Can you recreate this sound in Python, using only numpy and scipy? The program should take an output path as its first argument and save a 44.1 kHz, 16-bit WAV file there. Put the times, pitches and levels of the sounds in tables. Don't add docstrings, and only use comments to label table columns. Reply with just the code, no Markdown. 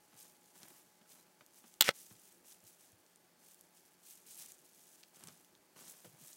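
import sys
import numpy as np
from scipy import signal
from scipy.fft import rfft, irfft
from scipy.io import wavfile

SR = 44100
rng = np.random.default_rng(int(sys.argv[2]) if len(sys.argv) > 2 else 0)


def wav_record(signal):
    frames = np.transpose(np.atleast_2d(signal))
    bounded = np.clip(frames, -1, 1)
    quanta = np.round(bounded * 32767).astype(np.int16)
    wavfile.write(sys.argv[1], SR, quanta)


N = 280476
TIME = np.arange(N) / SR

# start_s, rise_s, hold_s, level_db
TINSEL_SWINGS = [(0, 0.015, 0.087, -74.5), (.125, 0.057, 0.043, -57.5), (.4, 0.036, .07, -70.5),
                 (.53, .03, 0.17, -64), (.75, 0.014, .01, -68), (.83, 0.013, 0.025, -73.5),
                 (1.04, 0.082, 0.0043, -63), (1.52, 0.039, 0.13, -65), (1.93, 0.027, .11, -57.5),
                 (2.09, 0.029, 0.19, -66), (2.435, .02, 0.059, -60.5), (2.62, 0.042, .02, -61.5),
                 (2.77, .03, 0.063, -67.5), (3.37, 0.095, 0.052, -64.5), (3.72, 0.065, .005, -67.5),
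                 (3.845, 0.0095, .003, -69.5), (4.0, 0.09, 0.016, -58.5), (4.25, 0.026, 0.078, -57),
                 (4.37, 0.018, 0.031, -52), (4.62, 0.037, 0.34, -65.5), (5.13, 0.024, 0.2, -63.5),
                 (5.745, 0.056, 0.045, -59), (5.85, 0.033, 0.031, -56), (6.035, 0.0095, .015, -62),
                 (6.15, 0.073, 0.12, -58.5)]
SETTLE_DB_PER_S, IDLE_DB = 100, -76
# frequency_hz, density_db
TINSEL_SPECTRUM = [(800, -22.5), (2500, -8), (4500, -6.5), (6500, -2), (8500, -1.5), (11000, -2.5),
                   (16000, -5.5)]
# start_s, level_db, pitch_hz
FOIL_AND_CLAW_TICKS = [(0.632, -46.5, 6440), (1.4088, -54.5, 1490), (1.4636, -54, 9100),
                       (1.6405, -58.5, 1800), (1.7403, -52, 6490), (3.064, -61, 7000),
                       (3.1594, -54.5, 7000), (3.545, -52, 12000), (3.6103, -49.5, 13000),
                       (4.1091, -48, 9100), (4.398, -46, 7400), (4.52, -45, 8550), (5.032, -53, 4330),
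                       (5.0358, -50, 4000), (5.238, -44, 6150), (5.2729, -44.5, 8000),
                       (5.2855, -47.5, 6500), (5.447, -57.5, 6770), (5.5516, -57.5, 3900),
                       (6.3313, -49.5, 6450)]

# start_s, level_db, hardness (0 to 1)
CASE_BLOWS = [(1.8096, -9, 0.99), (1.813, -16.5, 0.99), (1.8159, -27.5, 0.93), (1.819, -31, 0.8),
              (1.8225, -17.5, 0.99), (1.8851, -28, .05), (1.8903, -15, 0.12), (1.8918, -22, 0.03),
              (1.8942, -27, .05), (1.899, -40.5, 0.07), (1.905, -38.5, 0), (1.9086, -38, .2),
              (1.9131, -43, .4)]
# frequency_hz, density_db
HARD_SPECTRUM = [(40, -31.5), (330, -18), (900, -9), (2000, -5.5), (3500, 0), (5400, -5.5), (7600, -1.5),
                 (10200, -14), (13000, -1), (16000, -7.5)]
SOFT_SPECTRUM = [(40, -28), (140, -5), (280, -6), (500, 2.5), (900, -8), (1400, -2.5), (1900, -1),
                 (3400, -6.5), (7000, -16.5), (9000, -15.5), (16000, -32.5)]
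# frequency_hz, level_db, t60_s
CASE_MODES = [(189.4, -14, 0.07), (385, -9.5, .05), (562, -12.5, .045), (858, -6, 0.042), (1318, -9, .035),
              (1486, -10, .04), (1955, -4, 0.019), (2100, -6.5, .035), (2870, -6, 0.032),
              (3347, -9.5, 0.042), (3560, -10.5, 0.023), (3840, -10, 0.01), (4200, -8, .03),
              (5550, -10.5, .03), (8150, -7.5, 0.022)]
# start_s, rise_s, hold_s, hiss_db, chatter_db
CASE_SLIDES = [(1.806, .004, 0.0054, -34.5, -38), (1.821, .003, .007, -47.5, -40.5),
               (1.838, .004, .03, -39, -45.5), (1.873, .002, .003, -40.5, -33),
               (1.879, .003, .003, -36.5, -32), (1.9, .004, .006, -51, -52)]
RELEASE_DB_PER_S = 2399.5
CHATTER_HZ, SAG_HZ_PER_S = 3293, 16000
# frequency_hz, density_db
SCRAPE_SPECTRUM = [(59, -50.5), (100, -19), (215, -15), (930, -22.5), (1230, -13), (2690, -6.5),
                   (3190, -10), (5650, -6.5), (12700, -16), (16000, -20.5)]

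# start_s, rise_s, hold_s, level_db
CARPET_DRAGS = [(.08, 0.056, .11, -73.5), (.53, 0.026, 0.2, -73), (1.07, 0.027, 0.069, -71.5),
                (4.27, 0.15, 0.021, -69.5), (5.12, 0.066, 0.09, -66.5), (5.75, 0.032, 0.097, -65.5),
                (6.04, 0.019, 0.27, -74.5)]
LIFT_DB_PER_S, FIDGET_DB = 132, -82
# frequency_hz, density_db
CARPET_SPECTRUM = [(70, -23), (150, 4), (400, 0), (700, 1), (1500, -2), (3000, -7.5), (6000, -13),
                   (16000, -27)]
# start_s, tap_db, thump_db, thump_pitch_hz
PAW_STEPS = [(.141, -59, -59, 150), (0.556, -57, -58, 201), (0.631, -52, -57, 300),
             (0.704, -54.5, -55, 297), (1.012, -56.5, -59.5, 220), (1.4092, -51.5, -66, 295),
             (1.64, -53.5, -53, 256), (2.108, -54, -49, 136), (2.63, -61, -57.5, 110.4),
             (2.925, -71, -56, 85.2), (5.2374, -53.5, -47.5, 168), (5.2828, -48, -68, 300),
             (5.292, -53.5, -53, 164.3), (5.7613, -49, -66, 249.5), (5.779, -61, -61, 248),
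             (5.8085, -53, -59.5, 300), (6.046, -47, -50.5, 170), (6.052, -54, -50, 477),
             (6.066, -58, -49.5, 147), (6.124, -71, -51.5, 140), (6.204, -72, -50, 148)]
SQUEAK_START_S = 1.168

# frequency_hz, density_db
ROOM_SPECTRUM = [(18, -49.5), (30, -26), (145, -11.5), (174, -6.5), (364, -4), (426, -7.5), (844, -9.5),
                 (962, -12), (1670, -14.5), (4190, -20), (4530, -17.5), (5740, -19.5), (12300, -22.5),
                 (16000, -21)]
ROOM_DB = -71
# frequency_hz, level_db
APPLIANCE_HUM = [(177.6, -84.5), (357, -86.5), (612, -90), (1581, -94), (2040, -94.5), (2277, -96),
                 (4409, -91.5)]
# time_s, pitch_hz, level_db
MOTOR_WHINE = [(0, 844, -78), (.6, 842, -81), (1.4, 849, -81), (2.0, 850.3, -85), (6.36, 853, -86)]
TOP_HZ = 15800


def tinsel(flutter_db=1.74, sway_db=1, crinkle_db=-2, crinkle_t60=0.01, pop_db=-11, pop_rate=40):
    brushing = gain(flutter_db * walk(60)) * grains(14000, 2.5)
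    crinkle = np.zeros(N)
    for hz in (3000, 5030, 7460, 9870, 13600):
        buckling = signal.fftconvolve(np.abs(grains(70, 1.4)), decay(crinkle_t60))[:N]
        crinkle += resonate(buckling * rng.standard_normal(N), hz, 1.6)
    pops = unit_rms(resonate(grains(pop_rate, 1.5), 9000, .9))
    foil = brushing + gain(crinkle_db) * unit_rms(crinkle) + gain(pop_db) * pops
    motion = movements(TINSEL_SWINGS, SETTLE_DB_PER_S, IDLE_DB) * gain(sway_db * walk(25))
    return motion * unit_rms(shape_spectrum(foil, TINSEL_SPECTRUM))


def ticks(snap_t60=0.0027, tail_db=-12, tail_t60=.025, q=.8, crack_db=-13):
    out = np.zeros(N)
    for start, db, hz in FOIL_AND_CLAW_TICKS:
        snap = noise_burst(snap_t60) + gain(tail_db) * noise_burst(tail_t60)
        pitched = unit_burst(resonate(resonate(snap, hz, q), hz, q))
        add(out, start, gain(db) * unit_burst(pitched + gain(crack_db) * snap))
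    return out


def blows(crack_db=-11, crack_t60=0.0023, ring_db=-9.5, rattle_db=-18, rattle_t60=0.059,
          rebound_s=.00027, rebound_db=-9):
    out = np.zeros(N)
    for start, db, hardness in CASE_BLOWS:
        crack = gain(crack_db) * noise_burst(crack_t60)
        rattle = gain(rattle_db) * noise_burst(rattle_t60)
        push = unit_burst(signal.unit_impulse(len(crack)))
        hard = np.clip(hardness, 0, 1)
        rebound = hard * gain(rebound_db) * np.roll(push, int(rebound_s * SR))
        force = crack + rattle + push + rebound
        bright = unit_burst(disperse(shape_spectrum(force, HARD_SPECTRUM)))
        dull = unit_burst(shape_spectrum(force, SOFT_SPECTRUM))
        hit = unit_burst(hard * bright + (1 - hard) * dull)
        ring = gain(ring_db) * unit_burst(case_ring(hit))
        add(out, start, gain(db) * unit_burst(hit + ring))
    return out


def slide(jitter=.28, ring_db=-9, uneven_db=4, grit_db=3, catch_db=2):
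    hz = np.clip(CHATTER_HZ - SAG_HZ_PER_S * (TIME - CASE_SLIDES[0][0]), 0, CHATTER_HZ)
    cycles = np.cumsum(hz * (1 + jitter * walk(2500))) / SR
    chatter = unit_rms(np.sin(2 * np.pi * cycles) * gain(uneven_db * walk(900)))
    grit = grains(9000, grit_db) * gain(catch_db * walk(500))
    hiss = unit_rms(shape_spectrum(grit, SCRAPE_SPECTRUM))
    hiss_gain, chatter_gain = np.zeros(N), np.zeros(N)
    for start, rise, hold, hiss_db, chatter_db in CASE_SLIDES:
        hiss_gain += movement(start, rise, hold, hiss_db, RELEASE_DB_PER_S)
        chatter_gain += movement(start, rise, hold, chatter_db, RELEASE_DB_PER_S)
    chatter *= chatter_gain
    ring = gain(ring_db) * np.std(chatter) * unit_rms(case_ring(chatter))
    return hiss * hiss_gain + chatter + ring


def case_ring(force):
    ring = 0
    for hz, db, t60 in CASE_MODES:
        envelope = decay(t60)
        ring = ring + gain(db) * envelope * np.cos(2 * np.pi * hz * np.arange(len(envelope)) / SR)
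    return signal.fftconvolve(force, unit_energy(ring))[:len(force)]


def disperse(x, spread=0.46, count=5):
    for _ in range(count):
        x = signal.lfilter([-spread, 1], [1, -spread], x)
    return x


def scuffs(catch_db=2.0):
    motion = movements(CARPET_DRAGS, LIFT_DB_PER_S, FIDGET_DB) * gain(catch_db * walk(55))
    return motion * unit_rms(shape_spectrum(grains(2500, 4.6), CARPET_SPECTRUM))


def paws(tap_t60=0.066, thump_t60=0.12, q=2.14, low_hz=80):
    out = np.zeros(N)
    for start, tap_db, thump_db, hz in PAW_STEPS:
        tap = shape_spectrum(noise_burst(tap_t60), CARPET_SPECTRUM)
        thump = resonate(resonate(noise_burst(thump_t60), hz, q), hz, q)
        add(out, start, gain(tap_db) * unit_burst(tap))
        add(out, start, gain(thump_db) * unit_burst(thump))
    return signal.sosfilt(signal.butter(3, low_hz, "high", fs=SR, output="sos"), out)


def squeak(length_s=0.057, from_hz=3930, to_hz=4130, peak_db=-72):
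    out, count = np.zeros(N), int(length_s * SR)
    cycles = np.cumsum(np.linspace(from_hz, to_hz, count)) / SR
    add(out, SQUEAK_START_S, gain(peak_db) * np.hanning(count) * np.sin(2 * np.pi * cycles))
    return out


def reflections(x, t60=0.1, wet_db=-15):
    return gain(wet_db) * signal.fftconvolve(x, unit_energy(noise_burst(t60)))[:N]


def room_tone(octave_db=-91, low_hz=450, low_vary_db=1.5):
    times, pitches, levels = np.transpose(MOTOR_WHINE)
    whine_hz, whine_db = np.interp(TIME, times, pitches), np.interp(TIME, times, levels)
    whine = tone(whine_hz, whine_db) + tone(2 * whine_hz, octave_db)
    hum = sum(tone(hz, db) for hz, db in APPLIANCE_HUM)
    noise = shape_spectrum(rng.standard_normal(N), ROOM_SPECTRUM)
    low = signal.sosfiltfilt(signal.butter(2, low_hz, fs=SR, output="sos"), noise)
    varying_low = low * gain(low_vary_db * walk(17))
    return gain(ROOM_DB) * unit_rms(noise - low + varying_low) + hum + whine


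def tone(hz, db, waver_hz=2):
    cycles = np.cumsum(hz + waver_hz * walk(25)) / SR
    return gain(db) * np.sqrt(2) * np.sin(2 * np.pi * cycles)


def movement(start, rise, hold, db, fall_db_per_s):
    t = TIME - start
    swell = np.clip(t / max(rise, 1 / SR), 0, 1)
    return swell * gain(db - fall_db_per_s * np.maximum(t - rise - hold, 0))


def movements(rows, fall_db_per_s, rest_db):
    power = sum(movement(*row, fall_db_per_s) ** 2 for row in rows)
    return np.sqrt(gain(rest_db) ** 2 + power)


def grains(rate, spread_db):
    size = gain(spread_db * np.minimum(rng.exponential(size=N), 5))
    return unit_rms((rng.random(N) < rate / SR) * size * rng.choice([-1, 1], N))


def noise_burst(t60):
    envelope = decay(t60)
    return unit_burst(envelope * rng.standard_normal(len(envelope)))


def decay(t60, size=8192):
    return np.exp(-np.log(1000) * np.arange(size) / SR / t60)


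def walk(rate):
    return unit_rms(np.interp(TIME * rate, np.arange(N), rng.standard_normal(N)))


def shape_spectrum(x, points, size=2048):
    hz, db = np.transpose(points)
    bins_hz = np.maximum(np.arange(size // 2 + 1) * SR / size, 1)
    magnitude = gain(np.interp(np.log(bins_hz), np.log(hz), db))
    cepstrum = irfft(np.log(magnitude))
    cepstrum[1:size // 2] *= 2
    cepstrum[size // 2 + 1:] = 0
    response = irfft(np.exp(rfft(cepstrum)))
    return signal.fftconvolve(x, response)[:len(x)]


def resonate(x, hz, q):
    b, a = signal.iirpeak(min(hz, SR / 3), max(q, 1 / np.sqrt(2)), SR)
    return signal.lfilter(b, a, x)


def gain(db):
    return 10 ** (np.asarray(db) / 20)


def unit_rms(x):
    return x / np.sqrt(np.mean(x ** 2))


def unit_energy(x):
    return x / np.sqrt(np.sum(x ** 2))


def unit_burst(x):
    return unit_energy(x) * np.sqrt(SR / 1000)


def add(out, start_s, x):
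    i = int(start_s * SR)
    out[i:i + len(x)] += x[:N - i]


def scene():
    play = tinsel() + ticks() + scuffs() + paws() + squeak()
    contact = blows() + slide()
    return (play + reflections(play) + contact + room_tone())[None]


def record(dry):
    return signal.sosfilt(signal.ellip(10, .2, 70, TOP_HZ, fs=SR, output="sos"), dry)


dry = scene()
out = record(dry)
wav_record(out)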